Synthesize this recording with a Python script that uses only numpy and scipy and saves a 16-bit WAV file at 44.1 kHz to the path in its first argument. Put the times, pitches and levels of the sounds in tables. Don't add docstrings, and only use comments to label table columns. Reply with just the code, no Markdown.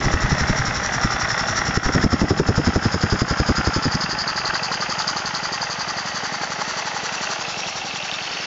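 import sys
import numpy as np
from scipy import signal
from scipy.fft import rfft, irfft, next_fast_len
from scipy.io import wavfile
from scipy.ndimage import uniform_filter1d, minimum_filter1d

SR = 44100
rng = np.random.default_rng(int(sys.argv[2]) if len(sys.argv) > 2 else 0)


def generate_wav(sig):
    pcm = np.round(np.clip(np.atleast_2d(sig).T, -1, 1) * 32767).astype(np.int16)
    wavfile.write(sys.argv[1], SR, pcm)


N = 373086
TIME = np.arange(N) / SR

# t/s, speed/(turns per s)
FLYWHEEL_SPEED = [(0.0, 11.365), (0.9, 10.962), (2.5, 11.08), (3.4, 10.973), (4.3, 11.275), (5.4, 11.136),
                  (6.9, 11.304), (7.7, 10.896), (8.46, 10.84)]
# port opens/deg, shuts/deg, flow/dB, swell over the stroke/dB
EXHAUST_STROKES = [(5, 140, -0.5, 4.5), (154, 234, -2, -7)]

# t/s, level/dB
DRAUGHT_LEVEL = [(0, -25.5), (1.3, -36), (2.4, -26), (3.1, -41), (3.9, -43), (4.4, -43.5), (5.2, -48),
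                 (8.46, -56.5)]
# f/Hz, level/dB
DRAUGHT_SPECTRUM = [(12, -34.5), (30, -13), (55, -1.5), (130, -0.5), (250, -6), (450, -14.5), (900, -51)]
# t/s, level/dB
LEAK_LEVEL = [(0, -36), (2.3, -41.5), (4.5, -39.5), (5.8, -36), (6.8, -33.5), (7.4, -33.5), (8.0, -34.5),
              (8.46, -31)]
# f/Hz, level/dB
LEAK_SPECTRUM = [(40, -35), (300, -5.5), (1000, -3), (2600, -5), (3700, -6.5), (4600, -8), (5600, -6.5),
                 (6600, -9), (7500, -30.5)]
# t/s, level/dB, f/Hz
LEAK_SINGING = [(0, -60, 4700), (5.3, -54, 4760), (6.1, -45, 4590), (6.9, -44.5, 4630), (7.6, -50.5, 4540),
                (8.46, -40, 4480)]
# t/s, level/dB, eddy pitch/factor
JET_ON_MIC = [(0, -12.5, 0.65), (.45, -12.5, 0.49), (0.849, -23.5, 0.68), (1.35, -24, 0.66),
              (1.75, -18, 1.35), (2.1, -3, 1.34), (2.549, -5.5, 1.23), (2.95, -8.5, 1.16),
              (3.45, -10.5, 1.13), (3.951, -13.5, 1.18), (4.22, -30.5, 2)]
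# t/s, level/dB, length/s, eddy pitch/factor
AIR_SLAPS = [(0.057, -14, 0.021, .76), (0.14, -8.5, 0.0072, 0.85), (0.497, -7.5, 0.0046, 0.62),
             (1.046, -10, 0.0073, .66), (1.775, -1.5, 0.0035, 1.34), (1.858, -11, 0.011, 0.32),
             (1.893, -7.5, 0.0057, 1.6), (1.95, -14, 0.033, 1.2), (2.044, -7, 0.0066, 0.44),
             (2.062, -3.5, 0.0057, 1.1), (2.239, -5.5, 0.0079, 1.3), (2.404, -1.5, 0.0013, 1.28),
             (3.22, -5.5, 0.0013, 1), (4.22, -26, 0.0078, 0.9), (4.487, -30.5, 0.008, 0.6)]

# t/s, level/dB
RATTLE_LEVEL = [(0, -59.5), (6.8, -58.5), (7.4, -37.5), (7.85, -39), (8.05, -34), (8.46, -34.5)]
# f/Hz, width/Hz, level/dB
SLIDE_BAR_MODES = [(2250, 440, -8.5), (2730, 210, -6.5), (2940, 230, -10.5), (3590, 520, -4),
                   (4350, 450, -7.5)]
# t/s, level/dB
THUMP_LEVEL = [(0, -24.5), (2.4, -27.5), (3.8, -25.5), (4.6, -24.5), (6, -27), (7.4, -28.5), (8.46, -31)]
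# low f/Hz, high f/Hz, decay/s (long and negative: almost flat), level against the thump/dB
VALVE_BURST = (231.5, 741, -2.3, -9)
# t/s, level/dB
SPIT_LEVEL = [(0, -61.5), (3.5, -45), (4.2, -33), (5.2, -35.5), (5.8, -37), (6.6, -53), (8.46, -39.5)]
# t/s, peak level/dB, f/Hz
HARD_SPIT_EVENTS = [(3.949, -15, 4980), (4.037, -14, 4450), (4.217, -14, 4950), (4.631, -17, 4450),
                    (4.644, -16, 4700), (5.019, -15, 4450), (5.078, -11, 4780), (5.086, -14, 4900),
                    (5.348, -16, 4410)]
# t/s, hiss level/dB, whistle level/dB, whistle f/Hz
EXHAUST_AT_MIC = [(0, -35.5, -33.5, 5520), (1.4, -34.5, -28.5, 5505), (2.4, -36.5, -32.5, 5200),
                  (3.5, -35, -30.5, 5030), (4.3, -36.5, -28.5, 4800), (5.1, -33, -33.5, 4820),
                  (6, -37, -33.5, 4640), (7.3, -33.5, -49, 4360), (7.6, -37, -32.5, 5610),
                  (8.0, -38, -44, 5570), (8.46, -48, -37, 5250)]
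# f/Hz, level/dB
HISS_SPECTRUM = [(60, -48), (400, -19.5), (1000, 4.5), (2500, -6.5), (3700, -6.5), (4500, -1), (5600, -1.5),
                 (6500, -2.5), (7200, -7), (7650, -27)]

# crank angle/deg, level/dB for base, frame, rods, base note, links
JOINT_KNOCKS = [(58.34, 0, -1, -12, -2, -15.5), (72.31, -4.5, -1, -1, 1, -3), (97.2, -9, -0.5, -13, -5, -6),
                (123.1, -3.5, -0.5, -17, -6.5, -9.5), (151.4, -16, -3.5, -8.5, -11.5, -14.5),
                (177.5, -13.5, -7, -2, -7, -1), (206.1, -6.5, -4.5, -11, -4, -9.5),
                (229.5, 2.5, 1.5, 5.5, 0, 3), (243, 2.5, -1, -11, -0.5, 0), (301, -2, -4, -9, -5, -9),
                (318.4, 3, -3, -2, -1, 4), (356, -7.5, 1, -12.5, -2.5, -9.5)]
# f/Hz, width/Hz, level/dB
BASE_MODES = [(340, 490, -21), (484, 49, -12), (635, 88, -9.5), (750, 72, -7.5), (1080, 85, -24.5)]
FRAME_MODES = [(951, 200, -15.5), (1331.6, 236, 8), (1326.8, 229, 7), (1554, 450, -12)]
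TANK_MODES = [(1898, 170, 11.5), (2110, 260, -0.5)]
ROD_MODES = [(2280, 380, -9), (2680, 190, -2.5), (2980, 260, -9.5), (3400, 300, -16)]
# t/s, level/dB for base, frame, tank, rods
PARTS_AT_MIC = [(0, -28, -27.5, -29.5, -41), (1.8, -30.5, -27.5, -30.5, -44), (2.7, -32.5, -29, -38, -39.5),
                (3.7, -35, -27.5, -40, -41), (4.8, -32.5, -32, -37, -36), (6.4, -36, -34, -34.5, -44.5),
                (7.25, -32.5, -36.5, -35, -41), (7.7, -34, -41, -57, -36), (8.46, -40, -38.5, -41, -35)]
# level/dB for base, frame, tank, rods
PART_ECHO_DB = (8, 10, 11, 4)
# t/s, level/dB, f/Hz
BASE_CLINK = [(0, -34, 816), (1.3, -34.5, 790), (2.7, -36.5, 817), (3.7, -36, 830), (4.7, -34.5, 846),
              (6, -36.5, 829), (7.4, -35.5, 823), (8.46, -42, 796)]
ROD_CLINK = [(0, -50, 2740), (4.5, -45.5, 2710), (6.6, -47, 2620), (7.15, -36.5, 2680), (7.6, -37.5, 2626),
             (8.46, -40, 2680)]
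LINK_CLINK = [(0, -48, 3430), (1.3, -42.5, 3470), (2.4, -48, 3180), (4.0, -57, 3050), (5.3, -45.5, 3000),
              (6.6, -52, 3040), (7.6, -47, 3170), (8.46, -42, 2970)]
# t/s, peak level/dB, ringing f/Hz
HARD_CLACKS = [(0.4345, -14.5, 1890), (0.5274, -16, 1230), (0.62, -14, 1750), (0.7079, -13, 1960),
               (0.9803, -11, 1810), (1.0337, -14, 1990), (1.2472, -12, 1980), (1.303, -15, 1700),
               (1.343, -14, 2030), (1.4358, -18, 1890), (1.485, -15, 1450), (1.6169, -13, 1900),
               (1.9796, -12, 1830), (2.0279, -13, 1730), (4.376, -15, 1590), (4.5, -15.5, 1580),
               (4.553, -16, 1570), (4.715, -16.5, 1085), (4.823, -17, 1215), (4.923, -17, 1175),
               (4.999, -16, 885), (5.089, -17, 1195), (5.164, -16, 1190), (5.453, -18, 1185),
               (5.627, -16, 872), (5.806, -17, 880), (5.904, -17, 1205), (5.984, -18.5, 1590),
               (6.252, -18, 1550), (6.341, -17, 1075), (6.433, -16, 796), (6.519, -17, 1440),
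               (6.615, -14.5, 850), (6.787, -16.5, 839), (6.874, -16.5, 855), (6.964, -15.5, 840),
               (7.272, -18, 1900), (7.1814, -22, 2640), (7.36, -22, 2720), (7.9577, -19, 3310),
               (8.0879, -21, 2600), (8.1138, -19, 3010), (8.1851, -20, 2590), (8.2774, -21, 2670)]
# f/Hz, width/Hz, level/dB
ENGINE_MODES = [(850, 60, 0), (1085, 70, -3), (1210, 70, -1), (1430, 80, -1), (1590, 80, -3),
                (1950, 80, -2)]


def amp(db):
    return 10 ** (np.asarray(db) / 20)


def unit_rms(x):
    return x / np.sqrt(np.mean(x ** 2) + 1e-20)


def curve(rows, column=1):
    rows = np.array(rows)
    return np.interp(TIME, rows[:, 0], rows[:, column])


def add(mix, s, sound):
    part = mix[max(round(s * SR), 0):][:len(sound)]
    part += sound[:len(part)]


def band(x, low_hz, high_hz):
    return signal.sosfilt(signal.butter(2, [low_hz, high_hz], "band", fs=SR, output="sos"), x)


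def noise(spectrum):
    hz, db = np.transpose(spectrum)
    size = next_fast_len(N, True)
    gain = amp(np.interp(np.log(np.fft.rfftfreq(size, 1 / SR) + 1), np.log(hz), db))
    return unit_rms(irfft(rfft(rng.standard_normal(size)) * gain, size)[:N])


def resonate(x, hz, *widths_hz):
    carrier = np.exp(2j * np.pi * np.cumsum(hz * np.ones(len(x))) / SR)
    for width in widths_hz:
        pole = np.exp(-np.pi * width / SR)
        x = 2 * (carrier * signal.lfilter([1 - pole], [1, -pole], x / carrier)).real
    return x


def mode(x, hz, width_hz):
    return signal.lfilter(*signal.iirpeak(hz, hz / width_hz, SR), x)


def ring(x, modes):
    rung = sum((-1) ** k * amp(db) * mode(x, hz, width) for k, (hz, width, db) in enumerate(modes))
    return band(rung, 0.61 * modes[0][0], 1.47 * modes[-1][0])


def bench_echo(x, t60_s, wet_db, positions=80):
    t, step = np.arange(4096) / SR, N // (positions - 1)
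    wet = np.zeros(N)
    for k in range(positions):
        paths = rfft(rng.standard_normal(len(t)) * amp(-60 * t / t60_s))
        taps = irfft(paths / np.sqrt(uniform_filter1d(abs(paths) ** 2, size=24)))[:3072]
        near = np.arange(max((k - 1) * step, 0), min((k + 1) * step, N))
        fade = np.cos(np.pi / 2 * (near / step - k))
        add(wet, near[0] / SR, signal.fftconvolve(x[near] * fade, taps))
    return x + amp(wet_db) * wet


def crank_turns(first_opening_s=.0246):
    turns = np.cumsum(curve(FLYWHEEL_SPEED)) / SR
    return turns - np.interp(first_opening_s, TIME, turns)


def crank_angle():
    return crank_turns() % 1 * 360


def times_at(degrees):
    turns = crank_turns()
    times = np.interp(np.arange(-1, turns[-1]) + degrees / 360, turns, TIME)
    return times[(times > 0) & (times < TIME[-1])]


def each_turn():
    s = times_at(0)
    return np.interp(TIME, s, rng.standard_normal(len(s)))


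def port_flow_db(edge_deg=2.4, seep_db=-8):
    degrees = np.arange(360)
    power = amp(seep_db) ** 2
    for opens, shuts, db, swell_db in EXHAUST_STROKES:
        gap = np.clip(np.minimum(degrees - opens, shuts - degrees) / edge_deg + .5, 0, 1)
        flow = gap * amp(db + swell_db * (degrees - opens) / (shuts - opens))
        power = power + flow ** 2
    return np.interp(crank_angle(), degrees, 10 * np.log10(power))


def draught(flow_share=.45, lag_s=.018):
    gusts_db = flow_share * np.interp(TIME - lag_s, TIME, port_flow_db())
    return unit_rms(noise(DRAUGHT_SPECTRUM) * amp(gusts_db)) * amp(curve(DRAUGHT_LEVEL))


def leak(width_hz=300):
    tone = resonate(rng.standard_normal(N), curve(LEAK_SINGING, 2), width_hz, width_hz)
    hiss = noise(LEAK_SPECTRUM) * amp(curve(LEAK_LEVEL))
    return hiss + unit_rms(tone) * amp(curve(LEAK_SINGING))


def jet_puffs(arrival_deg=91, lag_deg_per_db=2.5, length_s=.014, length_spread=0.07, uneven_db=1.5):
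    jet_s, jet_db, jet_pitch = np.transpose(JET_ON_MIC)
    s = times_at(arrival_deg)
    strength, stretch = rng.standard_normal((len(s), 2)).T
    db = np.interp(s, jet_s, jet_db) + uneven_db * strength
    deg_per_s = 360 * np.interp(s, *np.transpose(FLYWHEEL_SPEED))
    arrival_s = s - lag_deg_per_db * db / deg_per_s
    rows = np.c_[arrival_s, db, length_s * np.exp(length_spread * stretch), np.interp(s, jet_s, jet_pitch)]
    return list(rows[s < jet_s[-1]])


def buffets(rise_s=0.00291, top_hz=255, band_ratio=5.5, brightening_per_db=0.011, gain_db=2.0):
    out, t = np.zeros(N), np.arange(SR // 8) / SR
    for s, db, length, pitch in list(AIR_SLAPS) + jet_puffs():
        top = np.clip(top_hz * np.exp(brightening_per_db * db), 120, 340) * pitch
        eddies = band(rng.standard_normal(2 * len(t)), top / band_ratio, top)[len(t):]
        rise = np.minimum(t / rise_s, 1) ** 2
        fall = np.exp(-(np.maximum(t - rise_s, 0) / (1.72 * length)) ** 2)
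        puff = eddies * rise * fall
        add(out, s - rise_s, amp(db + gain_db) * puff / abs(puff).max())
    return out


def slide_bar_rattle(clicks_per_s=300, spread_db=4):
    bars = np.zeros(N)
    for hz, width, db in SLIDE_BAR_MODES:
        struck = rng.random(N) < clicks_per_s / len(SLIDE_BAR_MODES) / SR
        clicks = struck * amp(spread_db * np.clip(rng.standard_normal(N), -2, 2))
        bars += amp(db) * unit_rms(mode(clicks, hz, width))
    reflected = bench_echo(bars, t60_s=0.045, wet_db=-2)
    return unit_rms(band(reflected, 1700, 6300)) * amp(curve(RATTLE_LEVEL))


def valve_thumps(hz=170, width_s=0.0041, open_deg=-1, shut_deg=160, shut_db=-6, lead_s=0.003):
    t = np.arange(-SR // 80, SR // 80) / SR
    kicks = np.zeros(N)
    kicks[(times_at(open_deg) * SR).astype(int)] = 1
    kicks[(times_at(shut_deg) * SR).astype(int)] = amp(shut_db)
    low_hz, high_hz, decay_s, knock_db = VALVE_BURST
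    gate = (t > -lead_s) * np.exp(-abs(t + lead_s) / decay_s)
    knock_noise = unit_rms(band(rng.standard_normal(N), low_hz, high_hz))
    knocks = signal.oaconvolve(kicks, gate, "same") * knock_noise * amp(knock_db)
    swing = np.sin(2 * np.pi * hz * t) / np.cosh(2 * t / width_s)
    pressure = signal.oaconvolve(kicks, swing / swing.max(), "same")
    thumps = band(bench_echo(pressure, t60_s=.14, wet_db=-16), 82, 900)
    return (thumps + knocks) * amp(curve(THUMP_LEVEL))


def port_spits(open_deg=25, shut_deg=147, rise_deg=8, shut_db=-5, chuff_db=-12,
               hz=4560, width_hz=760, wander=.035, uneven_db=1.2):
    angle = crank_angle()
    age = np.maximum(angle - np.c_[[open_deg, shut_deg]], 0) / rise_deg
    opening, shutting = age * np.exp(1 - age)
    between = (angle > open_deg) & (angle < shut_deg)
    flow = opening + amp(shut_db) * shutting + amp(chuff_db) * between
    bursts = rng.standard_normal(N) * flow * amp(uneven_db * each_turn())
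    pitch = hz * (1 + wander * each_turn())
    squeak = resonate(bursts, pitch, width_hz, width_hz)
    return unit_rms(band(squeak, 4050, 5600)) * amp(curve(SPIT_LEVEL))


def hard_spits(rise_s=0.0014, width_hz=700):
    out, age = np.zeros(N), np.arange(SR // 40) / SR / rise_s
    for s, db, hz in HARD_SPIT_EVENTS:
        burst = rng.standard_normal(len(age)) * age * np.exp(-age)
        squeak = resonate(burst, hz, width_hz, width_hz)
        add(out, s, amp(db) * squeak / abs(squeak).max())
    return out


def exhaust(hiss_db=3, whistle_db=-2.5, uneven_db=0.93, echo_gain=.36,
            width_hz=540, flow_share=.95, wander=.016):
    hz = curve(EXHAUST_AT_MIC, 3)
    flow_db = port_flow_db() + uneven_db * each_turn()
    hiss = noise(HISS_SPECTRUM) * amp(flow_db)
    hiss = unit_rms(hiss + echo_gain * np.interp(TIME - 3 / hz, TIME, hiss))
    breath = rng.standard_normal(N) * amp(flow_share * flow_db)
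    pitch = hz * (1 + wander * each_turn())
    whistle = unit_rms(resonate(breath, pitch, width_hz, width_hz))
    return (hiss * amp(hiss_db + curve(EXHAUST_AT_MIC))
            + whistle * amp(whistle_db + curve(EXHAUST_AT_MIC, 2)))


def hard_clacks(contact_s=.0015, q=17, click_db=-18, body_db=-4):
    out, t = np.zeros(N), np.arange(SR // 12) / SR
    for s, db, hz in HARD_CLACKS:
        blow = rng.standard_normal(len(t)) * np.exp(-t / contact_s)
        part = unit_rms(band(resonate(blow, hz, hz / q), hz / 2, hz * 1.33))
        click = amp(click_db) * unit_rms(band(blow, 1000, 3900))
        body = amp(body_db) * unit_rms(ring(blow, ENGINE_MODES))
        clack = part + click + body
        add(out, s, amp(db) * clack / abs(clack).max())
    return out


def clink(blows, track, width_hz):
    rung = resonate(blows, curve(track, 2), width_hz, 7 * width_hz)
    return unit_rms(rung) * amp(curve(track))


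def joint_clatter(jitter_s=.0007, uneven_db=1.0, chatter_s=.0016, scrape_db=-3, slide_db=-7.0,
                  part_db=(-5, 0, -1.5, -1.5)):
    blows = np.zeros((5, N))
    for degrees, *reach_db in JOINT_KNOCKS:
        s = times_at(degrees)
        late, strength = rng.standard_normal((len(s), 2)).T
        at = np.clip(np.round((s + jitter_s * late) * SR).astype(int), 0, N - 1)
        blows[:, at] += amp(reach_db)[:, None] * amp(uneven_db * strength)
    base, frame, rods, base_note, links = blows
    parts = [(base, BASE_MODES), (frame, FRAME_MODES), (frame, TANK_MODES), (rods, ROD_MODES)]
    pole = np.exp(-1 / (chatter_s * SR))
    out = np.zeros(N)
    for k, (blow, modes) in enumerate(parts):
        chatter = np.sqrt(abs(signal.lfilter([1], np.poly([pole, pole]), blow ** 2 + 1e-12)))
        scrape, slide = rng.standard_normal((2, N))
        knocks = unit_rms(bench_echo(blow, t60_s=.048, wet_db=PART_ECHO_DB[k]))
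        drive = knocks + amp(scrape_db) * unit_rms(chatter * scrape) + amp(slide_db) * slide
        out += unit_rms(ring(drive, modes)) * amp(part_db[k] + curve(PARTS_AT_MIC, k + 1))
    out += clink(base_note, BASE_CLINK, width_hz=75)
    out += clink(rods, ROD_CLINK, width_hz=105)
    return out + clink(links, LINK_CLINK, width_hz=140)


def scene(fade_s=.003):
    metal = joint_clatter() + hard_clacks() + slide_bar_rattle()
    strokes = exhaust() + port_spits() + hard_spits() + valve_thumps()
    air = leak() + draught() + buffets()
    fade = np.clip(np.minimum(TIME, TIME[-1] - TIME) / fade_s, 0, 1)
    return ((metal + strokes + air) * fade)[None]


def record(dry, ceiling_db=-6.0, hold_s=.028, recovery_db_per_s=170, cutoff_hz=7800):
    over_db = np.maximum(20 * np.log10(abs(dry[0]) + 1e-9) - ceiling_db, 0)
    hold = int(hold_s * SR)
    held_db = -minimum_filter1d(-over_db, size=hold, origin=(hold - 1) // 2)
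    recovery_db = TIME * recovery_db_per_s
    duck_db = uniform_filter1d(np.maximum.accumulate(held_db + recovery_db) - recovery_db, size=40)
    low_pass = signal.firwin(301, cutoff_hz, window=("kaiser", 8), fs=SR)
    return signal.oaconvolve(dry * amp(-duck_db), low_pass[None], "same")


dry = scene()
out = record(dry)
generate_wav(out)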